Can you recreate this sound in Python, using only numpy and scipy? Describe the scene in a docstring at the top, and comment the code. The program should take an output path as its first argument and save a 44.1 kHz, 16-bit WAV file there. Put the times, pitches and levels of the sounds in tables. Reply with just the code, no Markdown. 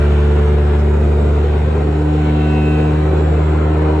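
"""Vibrator on steel formwork

An electric vibrator bolted to the form creeps up from 73 to 77 turns a second. Its off-centre weight
drives a deep drone; the plates rattle and buzz in step with it, and the bearings whine faintly.
Other site machinery hums behind, and there are a few light scrapes."""
import sys
import numpy as np
from scipy import signal
from scipy.fft import rfft, irfft
from scipy.io import wavfile
from scipy.ndimage import uniform_filter1d

SR = 44100
rng = np.random.default_rng(int(sys.argv[2]) if len(sys.argv) > 2 else 0)


def to_wav(s):
    """Save 16-bit WAV."""
    ch = np.atleast_2d(s).T  # columns
    pcm = np.round(np.clip(ch, -1, 1) * 32767)  # PCM
    wavfile.write(sys.argv[1], SR, pcm.astype(np.int16))


N = 176400
TIME = np.arange(N) / SR

# Likeness of left and right: frequency_hz, correlation
COHERENCE = [(30, 0.62), (70, 0.91), (120, 1), (200, 1), (330, 0.93), (430, 0.82), (550, -0.061),
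             (750, 0.052), (1100, 0.34), (1600, 0.71), (2300, 0.46), (3300, -0.4), (4500, -0.012),
             (6000, 0.91), (8000, 0.69), (11000, -0.58)]
# Stereo balance: frequency_hz, left_minus_right_db
STEREO_BALANCE = [(150, 2), (280, 0), (400, 0.5), (550, -0.5), (750, 2), (1200, 1.2), (2200, 0.8),
                  (4000, 0.3), (8000, 0)]


def drone(angle):
    """Rotating unbalance: the off-centre weight forces the form at harmonics of the shaft speed."""
    # Harmonics 1 to 6: time_s, then level_db of each
    harmonic_levels = [(0, -12, -23, -27, -42, -25.5, -26.5),
                       (0.3, -12.1, -21.2, -26.7, -42.7, -26.6, -26.0),
                       (0.6, -12.4, -22.9, -30.2, -36.4, -26.9, -26.0),
                       (0.95, -12.9, -24.2, -25.3, -35.3, -28.3, -32.2),
                       (1.2, -12.9, -23.3, -27.7, -34.1, -29.8, -28.3),
                       (1.5, -13.7, -25.5, -33.7, -37.0, -26.8, -31.8),
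                       (1.8, -15.8, -23.3, -27.5, -29.9, -40.6, -38.8),
                       (2.05, -16.8, -19.9, -32.8, -20.6, -33.0, -50.0),
                       (2.3, -16.2, -17.8, -23.9, -21.8, -32.5, -29.1),
                       (2.6, -16.5, -18.6, -22.4, -22.4, -27.2, -32.5),
                       (2.88, -17.4, -17.3, -25.7, -22.1, -33.2, -27.1),
                       (3.1, -14.6, -20.6, -40.0, -26.7, -24.6, -34.1),
                       (3.35, -13.8, -21.0, -40.7, -28.4, -39.6, -32.5),
                       (3.55, -14.4, -20.9, -30.6, -26.5, -26.3, -47.2),
                       (3.8, -15.3, -20.1, -33.8, -22.8, -24.9, -29.0),
                       (4, -15.6, -22.4, -36.9, -21.9, -26.0, -26.0)]
    out = np.zeros((2, N))
    for k, db in enumerate(curve(harmonic_levels), 1):
        tone = amp(db) * np.exp(1j * (k * angle + 2 * np.pi * rng.random()))
        mid = 1 + .1 * (k / 6) * waver(7)
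        side = .22 * (k / 6) ** 4 * waver(1.5)
        out += (tone * np.array([mid + side, mid - side])).real
    return np.sqrt(2) * out


def loose_contacts(size=2048):
    """Superposition: countless small impacts merge into noise, uneven in time and frequency."""
    # Band centres: frequency_hz
    bands = [380, 600, 1200, 2800, 6500]
    # Strength of the contacts: time_s, then gain_db of each band
    band_gains = [(0, -2, -6.5, 1, 1.3, 0.84), (.25, -2.5, -2.5, 0, 1.7, 0.25),
                  (.6, -1, -3, 0.5, -0.81, -1.7), (1.1, 1, -0.5, 0.5, -4, -1),
                  (1.5, -1, -2.5, 1.5, -0.52, -1.2), (1.9, 2.5, -2, -1.5, -2.1, -2),
                  (2.1, -4.5, -1.5, -0.5, -2.1, -0.83), (2.25, -5.5, -2.5, -2.5, 2.4, -1),
                  (2.75, -4.5, -2.5, -3.5, -0.088, 0.81), (3.05, 2.5, 0, 1, 0.5, -1),
                  (3.35, 1.5, 3.5, 2, -1.8, -1.5), (3.6, -0.5, 1.5, 4, -0.7, -1.9),
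                  (3.85, -0.5, 6, 3.5, 0.5, -3.5), (4, -2, 4, 1, -1.9, -1)]
    hop = size // 4
    hz = np.fft.rfftfreq(size, 1 / SR)
    times = np.arange(N // hop + 5) * hop / SR
    shape = (len(times), len(hz))
    left, independent = rng.standard_normal((2, *shape)) + 1j * rng.standard_normal((2, *shape))
    likeness = read(COHERENCE, hz)
    right = likeness * left + np.sqrt(1 - likeness ** 2) * independent
    patches = uniform_filter1d(rng.standard_normal(shape), size=9, axis=0)
    patches_db = 2.45 * unit_rms(uniform_filter1d(patches, size=4, axis=1))
    band_db = np.array([np.interp(np.log(hz + 1), np.log(bands), row)
                        for row in curve(band_gains, times).T])
    frames = np.array([left, right]) * amp(band_db + patches_db)
    return signal.istft(frames.swapaxes(1, 2), nperseg=size, noverlap=size - hop)[1][:, :N]


def plate_rattle(angle, level_db=-23, mode_spacing_hz=13):
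    """Modal excitation: loose contacts drive the steel's close-set modes, hardest once each turn."""
    # Spectral envelope of the plates: frequency_hz, gain_db
    response = [(20, -28), (42, -22.5), (85, -13.5), (105, -8.5), (135, -4.5), (165, -6.5), (195, -2.5),
                (260, -7.5), (340, -2), (395, 2.5), (425, 3), (485, -2), (540, -1), (567, -9.5), (595, 0),
                (640, -12), (700, -4), (820, -10), (920, -11), (1130, -15.5), (1400, -15), (1750, -22),
                (2500, -23), (3100, -26.5), (3900, -31.5), (5000, -41.5), (6500, -43.5), (7400, -39.5),
                (8600, -46.5), (9500, -46.5), (10400, -49.5), (11500, -48.5)]
    hz = np.fft.rfftfreq(N, 1 / SR)
    contacts = loose_contacts()
    surge = unit_rms((1 + .14 * np.cos(angle)) * amp(.7 * drift(35)))
    steady = np.clip(.54 * hz / 6500, 0, 1)  # the higher the hiss, the less it surges
    drive = rfft(contacts * surge) * (1 - steady) + rfft(contacts) * steady
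    mode_hz = np.arange(0, SR / 2, mode_spacing_hz)
    modes = np.array([np.interp(hz, mode_hz, row) for row in rng.standard_normal((2, len(mode_hz)))])
    ripple_db = 1.8 * modes * np.clip(hz / 400 - 1, 0, 1)
    steel = amp(read(response, hz) + ripple_db) * pan(hz)
    return amp(level_db) * unit_rms(irfft(drive * steel, N))


def plate_buzz(angle, shaft_hz, wander_db=5):
    """Periodic impact: plates knocking once a turn give a comb of harmonics, each wandering in level."""
    # Envelope of the comb: frequency_hz, level_db
    comb = [(520, -42), (700, -43), (1000, -51), (1500, -51.5), (2200, -58), (3000, -66), (4000, -68),
            (4800, -75.5)]
    # Strength of the knocking: time_s, gain_db
    knocking = [(0, 2.5), (1.3, -3), (2.05, -3), (2.3, 2.5), (2.8, 2), (3.05, -2.5), (4, -1.5)]
    out = np.zeros((2, N))
    for k in range(6, 62):
        hz = k * shaft_hz
        strength = amp(read(comb, hz)) * unit_rms(amp(wander_db * drift(1.23)))
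        phase = k * angle + .99 * drift(7) + 2 * np.pi * rng.random()
        out += (spread(hz) * strength * np.exp(1j * phase)).real
    return np.sqrt(2) * out * amp(curve(knocking))


def whines(angle, shaft_hz):
    """Forced vibration: bearings and plates sound thin, swelling tones that track the shaft speed."""
    # Tones: shaft_multiple, level_db, peak_s, half_length_s
    tones = [(7.98, -37.5, .4, .6), (9.98, -33.5, 2.55, .5), (9.98, -39, 3.9, .4), (13, -46, 2.5, .5),
             (17, -46, 3, .9), (19.94, -39.5, 2.6, .38), (33.88, -41, 2.66, .22), (35.9, -42, 2.6, .25),
             (38.9, -61, .6, .9), (40.83, -55, 2.55, .4), (48.63, -57, 1.45, .3), (49.83, -56, 2.6, .4),
             (52.38, -62, 2.1, 2), (54.85, -62, 2.55, .4), (70.6, -68, 1.05, .7), (97.3, -69, 1.7, 1.3),
             (97.35, -58.5, 3.33, .25), (97.7, -69, 3.9, .2), (99.36, -67, 2.6, .6), (101.4, -71, 2.8, 1),
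             (109.4, -69, .9, .9), (116, -77, 3, 1), (150.05, -77, 1.8, 2), (152.1, -74, .95, .55)]
    out = np.zeros((2, N))
    for multiple, db, peak_s, half_length_s in tones:
        swell = amp(db) / (1 + ((TIME - peak_s) / half_length_s) ** 4)
        tone = unit_rms(1 + .13 * waver(9.2)) * np.exp(1j * multiple * angle)
        out += (spread(multiple * shaft_hz) * swell * tone).real
    return np.sqrt(2) * out


def machinery_hum():
    """Narrow-band modulation: low tones of other machines waver in amplitude and phase."""
    # Machine tones: pitch_hz, level_db
    tones = [(44.5, -52), (103, -37), (111, -44), (120.5, -41.5)]
    # Strength of the hum: time_s, gain_db
    gains = [(0, 4.5), (1.5, 5.5), (1.9, 2.5), (2.15, -1), (4, -2.5)]
    out = np.zeros(N)
    for hz, db in tones:
        wobble = 1 + .3 * (drift(2.6) + 1j * drift(1.9))
        out += amp(db) * (wobble * np.exp(2j * np.pi * (hz * TIME + rng.random()))).real
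    return np.sqrt(2) * out * amp(curve(gains))


def scrapes(log_width=.19):
    """Sliding friction: each light rub gives a short band of bright, gritty noise."""
    # Rubs: start_s, length_s, centre_hz, level_db
    rubs = [(.78, 0.046, 5500, -52), (2.2, .06, 6900, -61), (2.657, .07, 10000, -57.5)]
    out = np.zeros((2, N))
    hz = np.fft.rfftfreq(N, 1 / SR)
    for start_s, length_s, centre_hz, db in rubs:
        band = np.exp(-.5 * (np.log((hz + 1) / centre_hz) / log_width) ** 2)
        grit = rng.standard_normal((2, N)) * amp(4 * drift(90))
        stroke = np.sin(np.pi * np.clip((TIME - start_s) / length_s, 0, 1))
        out += amp(db) * stroke * unit_rms(irfft(rfft(grit) * band, N))
    return out


def amp(db):
    """Amplitude ratio of a level in decibels."""
    return 10 ** (np.asarray(db) / 20)


def unit_rms(x):
    """Normalisation to unit power."""
    return x / np.sqrt(np.mean(abs(x) ** 2) + 1e-20)


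def read(points, hz):
    """Interpolation of a spectrum in log frequency."""
    frequencies, values = np.transpose(points)
    return np.interp(np.log(hz + 1), np.log(frequencies), values)


def curve(rows, t=TIME):
    """Linear interpolation of each column in time."""
    times, *columns = np.transpose(rows)
    return np.array([np.interp(t, times, column) for column in columns])


def drift(rate_hz, size=2048, control_hz=400):
    """Low-passed noise: a smooth fluctuation of rms about 1."""
    hz = np.fft.rfftfreq(size, 1 / control_hz)
    slow = irfft(rfft(rng.standard_normal(size)) / (1 + (hz / rate_hz) ** 4))
    return np.interp(TIME, np.arange(size) / control_hz, unit_rms(slow))


def waver(rate_hz):
    """Quadrature noise: complex drift that modulates amplitude and phase."""
    return drift(rate_hz) + 1j * drift(rate_hz)


def pan(hz):
    """Level difference, split between left and right."""
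    return amp(read(STEREO_BALANCE, hz) * np.array([[.5], [-.5]]))


def spread(hz):
    """Phase difference: a panned tone reaches the two sides out of step where coherence is low."""
    phase_gap = np.arccos(np.clip(read(COHERENCE, hz), 0, 1))
    skew = np.tan(phase_gap / 2) * rng.choice([-1, 1])
    return np.array([[1 + 1j * skew], [1 - 1j * skew]]) * pan(hz)


def scene():
    """Common excitation: one shaft angle times drone, rattle, buzz and whines; hum and scrapes add on."""
    # Rotation of the vibrator: time_s, speed_hz
    shaft_speed = [(0, 73.01), (0.25, 73.01), (0.55, 73.32), (0.95, 73.4), (1.3, 73.8), (1.53, 73.88),
                   (1.72, 74.67), (1.85, 74.85), (2.08, 75.39), (2.3, 75.38), (2.65, 75.54), (2.9, 75.88),
                   (3.2, 76.65), (3.65, 76.69), (3.88, 77.03), (4, 77.05)]
    speed = curve(shaft_speed)[0]
    angle = 2 * np.pi * np.cumsum(speed) / SR
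    tonal = drone(angle) + plate_buzz(angle, speed.mean()) + whines(angle, speed.mean())
    return tonal + plate_rattle(angle) + machinery_hum() + scrapes()


def record(dry, cutoff_hz=11750):
    """Band limiting: a steep low-pass filter removes the top treble."""
    lowpass = signal.firwin(511, cutoff_hz, window=("kaiser", 9), fs=SR)
    return signal.oaconvolve(dry, lowpass[None], "same")


dry = scene()
out = record(dry)
to_wav(out)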